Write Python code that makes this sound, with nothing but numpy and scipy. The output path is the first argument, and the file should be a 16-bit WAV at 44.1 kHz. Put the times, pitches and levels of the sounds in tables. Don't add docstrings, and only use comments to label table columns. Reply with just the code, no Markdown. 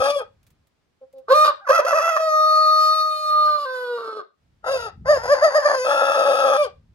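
import sys
import numpy as np
from scipy import signal
from scipy.fft import rfft, irfft, next_fast_len
from scipy.io import wavfile
from scipy.ndimage import uniform_filter1d

SR = 44100
rng = np.random.default_rng(int(sys.argv[2]) if len(sys.argv) > 2 else 0)


def store_wav(level_fs):
    pcm = np.round(np.clip(np.atleast_2d(level_fs), -1, 1) * 32767)
    wavfile.write(sys.argv[1], SR, pcm.T.astype(np.int16))


N = 306054
TIME = np.arange(N) / SR
SIZE = next_fast_len(N + SR)
FREQS = np.maximum(np.arange(SIZE // 2 + 1) * SR / SIZE, 1)

# (frequency [Hz], phase lead of left [rad],
# left over right [dB])
TREBLE_CHANNELS = [(8680, 4, 0.17), (10200, -0.5, 0.014), (11700, 1.5, 0.0057), (13000, -2.5, 0.23)]


def white_rooster():
    # (start [s], end [s], first pitch [Hz], last pitch [Hz], chest [dB], ring [dB], edge [dB],
    #  rasp [0-1], alternation of strong and weak beats [0-1])
    notes = [(.005, .118, 545.8, 563.7, -19.5, -22, -30, .42, .55),
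             (.118, .222, 593.5, 519.7, -27.5, -29.5, -38.5, .15, .1),
             (4.645, 4.72, 527.9, 530.3, -24.5, -24, -39, .7, 0.35),
             (4.72, 4.89, 513.3, 444.3, -36, -30.5, -40.5, .25, 0.04),
             (5.058, 5.18, 544.4, 520.8, -23.5, -26, -36.5, .25, 0),
             (5.18, 5.232, 455.7, 439, -41, -35, -45, .6, .1),
             (5.232, 5.648, 468.2, 538.8, -33.5, -29.5, -40, .75, 0.11),
             (5.648, 5.86, 577.7, 541.6, -20.5, -21, -33, .85, 0.14),
             (5.86, 6.572, 545.7, 544.7, -19.5, -20, -32.5, .58, 0.46),
             (6.572, 6.668, 597, 523.5, -22.5, -29, -35.5, 0.1, 0)]
    # (crest [s], rise [s], fall [s], pitch [Hz], chest [dB], ring [dB], edge [dB], rasp [0-1])
    surges = [(.17, 0.01, .016, 564.6, -18, -39, -37.5, .05),
              (4.746, .06, .03, 539.3, -20, -32.5, -34, 0.3), (5.113, .03, .031, 619.7, -9, -24, -36.5, .2),
              (5.327, .042, .022, 594.1, -13.5, -23, -34.5, 0.1),
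              (5.448, .032, .044, 643.3, -11.5, -22.5, -33, .27),
              (5.568, .022, .03, 634.7, -10.5, -22.5, -33, .2),
              (5.661, .012, 0.016, 586.3, -13, -22, -35.5, .25),
              (5.806, .048, .05, 501.7, -24, -33, -36, 0.01),
              (6.611, .025, 0.022, 594.3, -16.5, -25.5, -34, 0)]
    # (frequency [Hz], width at -6 dB [Hz], level [dB])
    relaxed = [(628, 182, 18.5), (1200, 1300, -4), (1747, 460, -6), (3940, 800, -38.5), (4714, 530, -3),
               (6300, 1000, -14), (10400, 1400, -21.5)]
    # (frequency [Hz], width at -6 dB [Hz], level [dB])
    stretched = [(622, 190, -8), (853, 84, -3.5), (1275.5, 48, 12.5), (1640, 340, -17.5), (2560, 138, -6),
                 (3500, 540, -17), (5260, 730, -22), (6320, 130, -22), (8690, 1300, -28.5),
                 (9600, 4100, -33)]
    # (time [s], stretch [0-1], resonance frequency ratio)
    neck = [(0, 0.98, 0.978), (.25, 1, 0.951), (4.638, .95, 1.04), (4.879, .9, 1.02), (5.061, .25, 1.041),
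            (5.74, 0, 1.013), (5.87, 0.98, 1.01), (6.42, 0.99, 0.994), (6.66, 0.99, 0.92)]
    # (frequency [Hz], phase lead of left [rad], left over right [dB])
    ports = [(100, 1.3, -0.5), (630, 0.4, 1), (1262, 1.57, 7.5), (1760, 2.1, -3.5), (3020, 4.2, 10.5),
             (3030, 6.22, 0), (4470, 1.96, 5.5), (5230, 2.1, 4), (6980, 0.97, 0.5)]

    pitch, force_db, rasp, alternation = perform(notes, surges)
    source = syrinx(pitch, rasp, alternation, jitter=0.078, jitter_hz=129.7, shimmer_db=5.0,
                    hiss_db=4.0, waver=0.0046, wobble=.018)
    voice = throat(source, relaxed, stretched, neck, low_cut_hz=230, sway=.014)
    mirrored = near_reflections(voice, strength=1.0, sway_s=.00003)
    call = crow(mirrored, force_db, rasp, flutter_db=3.0)
    return at_ports(call, ports + TREBLE_CHANNELS) + yard(call, echo_db=-13.0, t60=0.22)


def grey_rooster():
    # (start [s], end [s], first pitch [Hz], last pitch [Hz], chest [dB], ring [dB], edge [dB],
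    #  rasp [0-1], alternation of strong and weak beats [0-1])
    notes = [(1.017, 1.04, 540, 529, -33.5, -64, -70, .1, 1),
             (1.139, 1.205, 537.2, 531, -39, -74.5, -73, 0.11, 1),
             (1.287, 1.345, 523, 581, -23, -17.5, -34.5, 0.39, 0.013),
             (1.345, 1.445, 613.3, 610.4, -21.5, -13, -31, 0.08, 0),
             (1.445, 1.505, 614, 622.2, -23, -13, -29.5, 0.7, 0.23),
             (1.61, 1.65, 864.3, 831, -65.5, -46.5, -74, 0.043, 0),
             (1.671, 1.69, 536.7, 502, -34.5, -22.5, -43.5, 0.55, 0),
             (1.69, 1.81, 639.8, 679.5, -26.5, -16.5, -32, 0.48, 0),
             (1.81, 1.86, 480, 533.3, -35, -28.5, -52, 0.33, 0.24),
             (1.86, 2.11, 676.3, 652.5, -24.5, -20, -33, .52, .1),
             (2.11, 2.21, 630.6, 646, -26.5, -18.5, -36.5, 0.28, 0.0065),
             (2.21, 2.29, 637, 633, -28, -17, -33, 0.082, 0),
             (2.29, 3.02, 621, 622.4, -27.5, -18.5, -32.5, 0.024, 0.078),
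             (3.02, 3.472, 621.2, 607.5, -29.5, -17.5, -31.5, 0.026, 0.048),
             (3.472, 3.57, 605.7, 600.4, -31.5, -17.5, -35.5, .09, 0.34),
             (3.57, 3.652, 594.6, 579.8, -32.5, -25.5, -41, 0.19, .18),
             (3.652, 3.98, 522.2, 475.5, -29.5, -28.5, -43, 0.059, 0.15),
             (3.98, 4.215, 470, 420.7, -32.5, -25.5, -44, 0.45, 0.22)]
    # (crest [s], rise [s], fall [s], pitch [Hz], chest [dB], ring [dB], edge [dB], rasp [0-1])
    surges = [(1.323, .022, .014, 534, -9.5, -18, -36, 0.27),
              (1.705, .012, .013, 529, -3.5, -19, -39, 0.39),
              (1.8, .013, 0.0033, 576, -11.5, -23, -38.5, 0.62),
              (1.854, .007, .01, 550.7, -16, -28, -39.5, .4),
              (1.938, .012, 0.01, 556.8, -19, -25.5, -40, 0.6),
              (2.003, .012, 0.011, 552, -18, -25, -38, 0.6),
              (2.169, 0.0051, 0.0074, 554, -25.5, -12.5, -34, 1)]
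    # (time [s], chest [dB], ring [dB], edge [dB])
    swell = [(2.1, -0.5, -1, 0), (2.24, 5.5, -9.5, -6.5), (2.34, 4.5, 1, -7), (2.56, 1.5, 3.5, 2.5),
             (3.01, -5, 2, 3), (3.04, -5.5, -4, -4.5), (3.19, -6, -10, -5), (3.35, -4, 1.5, -6),
             (3.52, -1, 1, -1.5), (3.7, -4, -1.5, -3.5), (3.94, 4.5, -6.5, -4), (4.06, -3.5, -7.5, -8)]
    # (frequency [Hz], width at -6 dB [Hz], level [dB])
    relaxed = [(607, 170, 13.5), (1030, 380, 0.5), (1250, 200, 1.5), (1598, 620, -3.5), (2649, 170, -6.5),
               (3300, 110, -11.5), (5000, 210, -11.5), (5960, 1400, -15.5), (8860, 1600, -25),
               (12400, 3900, -29.5)]
    # (frequency [Hz], width at -6 dB [Hz], level [dB])
    stretched = [(542, 290, -7), (1259, 150, 3.5), (1624, 95, -6), (2340, 370, -27.5), (3070, 84, -18.5),
                 (4130, 1600, -17), (4451, 92, -9.5), (5340, 470, -18.5), (8100, 1300, -32.5),
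                 (8900, 2000, -31), (12400, 1800, -33.5)]
    # (time [s], stretch [0-1], resonance frequency ratio)
    neck = [(1.5, 0.93, 0.92), (1.66, 0.21, 0.96), (2.1, 0, 1), (2.401, 0.97, 1), (3.45, 1, 0.95),
            (3.72, 1, 0.93), (4.2, 1, 0.95)]
    # (frequency [Hz], phase lead of left [rad], left over right [dB])
    ports = [(100, -2.85, 5), (613, 0.71, -1), (1270, 1.27, -1), (1790, -3, -4), (2300, -1.94, -9),
             (3180, 2.5, -6.5), (4670, 1.3, 3.5), (5000, 2, 3), (7130, 1.27, 0.5)]

    pitch, force_db, rasp, alternation = perform(notes, surges)
    source = syrinx(pitch, rasp, alternation, jitter=0.056, jitter_hz=170, shimmer_db=6.0,
                    hiss_db=-2.0, waver=0.0019, wobble=.016)
    voice = throat(source, relaxed, stretched, neck, low_cut_hz=63, sway=0.0027)
    mirrored = near_reflections(voice, strength=0.39, sway_s=.00003)
    call = crow(mirrored, force_db + in_time(swell), rasp, flutter_db=3.5)
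    return at_ports(call, ports + TREBLE_CHANNELS) + yard(call, echo_db=-11.5, t60=0.26)


def perform(notes, surges):
    level_flatness, pitch_flatness = 4.56, 1.7
    flash_db, flash_s = 8, 0.0081
    full_flash_db = -8
    pitch, force_db, rasp, alternation = phrasing(notes)
    for crest, rise, fall, hz, chest_db, ring_db, edge_db, surge_rasp in surges:
        away = np.maximum((crest - TIME) / rise, (TIME - crest) / fall)
        away = np.minimum(away, 5)
        pull = np.exp(-away ** level_flatness)
        pitch = pitch + (hz - pitch) * np.exp(-away ** pitch_flatness)
        target_db = np.array([[chest_db], [ring_db], [edge_db]])
        force_db = force_db + (target_db - force_db) * pull
        flash_share = min(from_db(chest_db - full_flash_db), 1)
        force_db[1:] += flash_db * flash_share * pull / (1 + ((TIME - crest) / flash_s) ** 2)
        rasp = rasp + (surge_rasp - rasp) * pull
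        alternation = alternation * (1 - pull)
    return pitch, force_db, np.clip(rasp, 0, 1), np.clip(alternation, 0, 1)


def phrasing(notes):
    slur_s = 0.0058
    pressure_s = .07
    attack_db_per_s, release_db_per_s = 2596, 698
    slack_pitch_share, slack_rasp = .42, .9
    soft_ring_db, full_ring_db = -65.5, -34.5
    # (chest [dB], ring [dB], edge [dB])
    slack_db = (17.5, 9, 32)

    knots = []
    for start, end, first_hz, last_hz, *tone in notes:
        knots += [(start + slur_s, first_hz, *tone), (end - slur_s, last_hz, *tone)]
    pitch, chest, ring, edge, rasp, alternation = in_time(knots)
    fades_db = [np.maximum((start - TIME) * attack_db_per_s, (TIME - end) * release_db_per_s)
                for start, end, *_ in notes]
    fade_db = np.clip(np.min(fades_db, axis=0), 0, 200)
    slack = 1 - uniform_filter1d(from_db(-fade_db), size=int(pressure_s * SR))
    force_db = np.array([chest, ring, edge]) - fade_db - np.outer(slack_db, slack)
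    effort = np.interp(ring, [soft_ring_db, full_ring_db], [0, 1])
    pitch = pitch * (1 - slack_pitch_share * effort * slack)
    return pitch, force_db, rasp + slack_rasp * effort * slack, alternation


def syrinx(pitch, rasp, alternation, jitter, jitter_hz, shimmer_db, hiss_db, waver, wobble):
    unevenness = jitter * rasp * drift(jitter_hz) + waver * drift(24) + wobble * rasp * drift(11)
    pitch = pitch * (1 + unevenness)
    phase = 2 * np.pi * np.cumsum(pitch) / SR
    harmonics = 26
    half = (phase + np.pi) % (2 * np.pi) / 2 - np.pi / 2 + 1e-9
    pulses = np.sin((2 * harmonics + 1) * half) / (2 * np.sin(half)) - .5
    pulses = shaped(pulses, 1j)
    alternation = alternation * np.tanh((rasp / 0.1) ** 2)
    pulses *= 1 + alternation * np.cos(phase / 2)
    pulses *= from_db(shimmer_db * rasp * drift(180))
    hiss = rng.standard_normal(N) * (1 + np.cos(phase)) * rasp * from_db(hiss_db)
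    return pulses + hiss


def throat(source, relaxed, stretched, neck, low_cut_hz, sway, leak_db=-46):
    sway_hz = 6
    overlap = 896
    freqs, times, frames = signal.stft(source, SR, nperseg=1024, noverlap=overlap)
    stretch, ratio = [np.interp(times, TIME, column) for column in in_time(neck)]
    stretch = np.clip(stretch, 0, 1)
    ratio = ratio * (1 + sway * np.interp(times, TIME, drift(sway_hz)))
    power = 0
    for resonances, share in ((relaxed, 1 - stretch), (stretched, stretch)):
        shape = sum(from_db(db) ** 2 / (1 + (2 * (freqs - hz) / width) ** 2) ** 2
                    for hz, width, db in resonances)
        power = power + share * np.interp(freqs[:, None] / ratio, freqs, shape)
    radiated = 1 / (1 + (low_cut_hz / (freqs[:, None] + 1)) ** 10)
    gain = np.sqrt((power + from_db(leak_db) ** 2) * radiated)
    return signal.istft(frames * gain, SR, noverlap=overlap)[1][:N]


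def near_reflections(x, strength, sway_s):
    # (delay [s], ...)
    delays_s = (0.001129, 0.0021, 0.005)
    treble = shaped(x, 1 / (1 + (2300 / FREQS) ** 8))
    mirrored = sum(np.interp(TIME - delay - sway_s * drift(4), TIME, treble) for delay in delays_s)
    beamed = (treble + strength * mirrored) / np.sqrt(1 + len(delays_s) * strength ** 2)
    return x - treble + beamed


def crow(voice, force_db, rasp, flutter_db):
    # (lower [Hz], upper [Hz])
    zone_edges_hz = (790, 2150)
    low, high = [1 / (1 + (FREQS / hz) ** 24) for hz in zone_edges_hz]
    zones = shaped(voice, np.array([low, high - low, 1 - high]))
    power = uniform_filter1d(uniform_filter1d(zones ** 2, size=600), size=400)
    levelled = zones / np.sqrt(np.abs(power) + 1e-12)
    flutter = flutter_db * np.sqrt(rasp) * np.array([drift(28), drift(35), drift(38) / 2])
    return np.sum(levelled * from_db(force_db + flutter), axis=0)


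def at_ports(x, ports):
    lead, balance_db = in_frequency(ports)
    left = from_db(balance_db / 2) * np.exp(.5j * lead)
    both = np.array([left, 1 / left])
    return shaped(x, both / np.sqrt((abs(left) ** 2 + abs(left) ** -2) / 2))


def yard(x, echo_db, t60, count=60):
    # (frequency [Hz], level [dB])
    colour = [(300, 2.5), (1200, 0.5), (4000, 6), (12000, -19)]
    response = np.zeros((2, SR))
    for side in response:
        delay = rng.uniform(.008, .35, count * 4)
        side[(delay * SR).astype(int)] = rng.standard_normal(len(delay)) * from_db(-60 * delay / t60)
        side /= np.sqrt(np.sum(side ** 2))
    return from_db(echo_db) * shaped(x, rfft(response, SIZE) * from_db(in_frequency(colour)[0]))


def feet():
    # (time [s], level before the common trim [dB])
    scratches = [(0.4296, -54), (0.4667, -47), (0.5035, -51), (0.6701, -56.5), (1.1276, -54), (1.1824, -52)]
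    # (frequency [Hz], relative level per Hz [dB])
    colour = [(500, -5.5), (2000, -5), (7000, -8.5), (14000, -9)]
    trim_db, decay_s = -9.5, 0.011
    level = 0
    for start, db in scratches:
        decay = np.exp(-np.minimum(abs(TIME - start) / decay_s, 20))
        level = level + from_db(db + trim_db) * (TIME >= start) * decay
    return level * noise(colour, apart=1)


def outdoors():
    # (time [s], level before the low-pass and random lumps [dB])
    breeze_level = [(0, -61), (.6, -61), (.68, -77.5), (2.0, -75), (2.4, -88), (4.33, -97), (4.42, -63),
                    (5.05, -42), (5.65, -63.5), (6.55, -65), (6.9, -53)]
    # (frequency [Hz], relative level per Hz [dB])
    breeze_colour = [(25, -10.5), (80, -2.5), (200, -14), (500, -39)]
    # (time [s], level [dB])
    air_level = [(.55, -70), (.68, -71), (4.3, -80), (4.42, -71)]
    # (frequency [Hz], relative level per Hz [dB])
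    air_colour = [(200, 0), (1500, -10.5), (5000, -18), (15000, -35)]
    breeze = shaped(noise(breeze_colour, apart=0.24), 1 / (1 + (FREQS / 450) ** 4))
    breeze *= from_db(in_time(breeze_level)[0] + 2.0 * drift(6.4))
    hush = noise(air_colour, apart=3.2) * from_db(in_time(air_level)[0])
    return breeze + hush


def noise(colour, apart):
    white = rng.standard_normal(N) + apart * rng.standard_normal((2, N))
    return rms_one(shaped(white, from_db(in_frequency(colour)[0])))


def drift(rate_hz):
    return rms_one(shaped(rng.standard_normal(N), 1 / (1 + (FREQS / rate_hz) ** 4)))


def shaped(x, response):
    return irfft(rfft(x, SIZE) * response, SIZE)[..., :N]


def in_time(rows):
    s, *columns = np.transpose(rows)
    return [np.interp(TIME, np.sort(s), c) for c in columns]


def in_frequency(rows):
    hz, *columns = np.transpose(rows)
    return [np.interp(np.log(FREQS), np.log(hz), c) for c in columns]


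def from_db(db):
    return 10 ** (np.asarray(db) / 20)


def rms_one(x):
    return x / np.sqrt(np.mean(x ** 2) + 1e-20)


def scene():
    return white_rooster() + grey_rooster() + feet() + outdoors()


def record(dry):
    cutoff_hz = 15800
    rounded = dry / (1 + (dry / .93) ** 8) ** (1 / 8)
    thinned = signal.sosfilt(signal.butter(2, 40, "high", fs=SR, output="sos"), rounded)
    return signal.sosfilt(signal.ellip(10, .2, 90, cutoff_hz, fs=SR, output="sos"), thinned)


dry = scene()
out = record(dry)
store_wav(out)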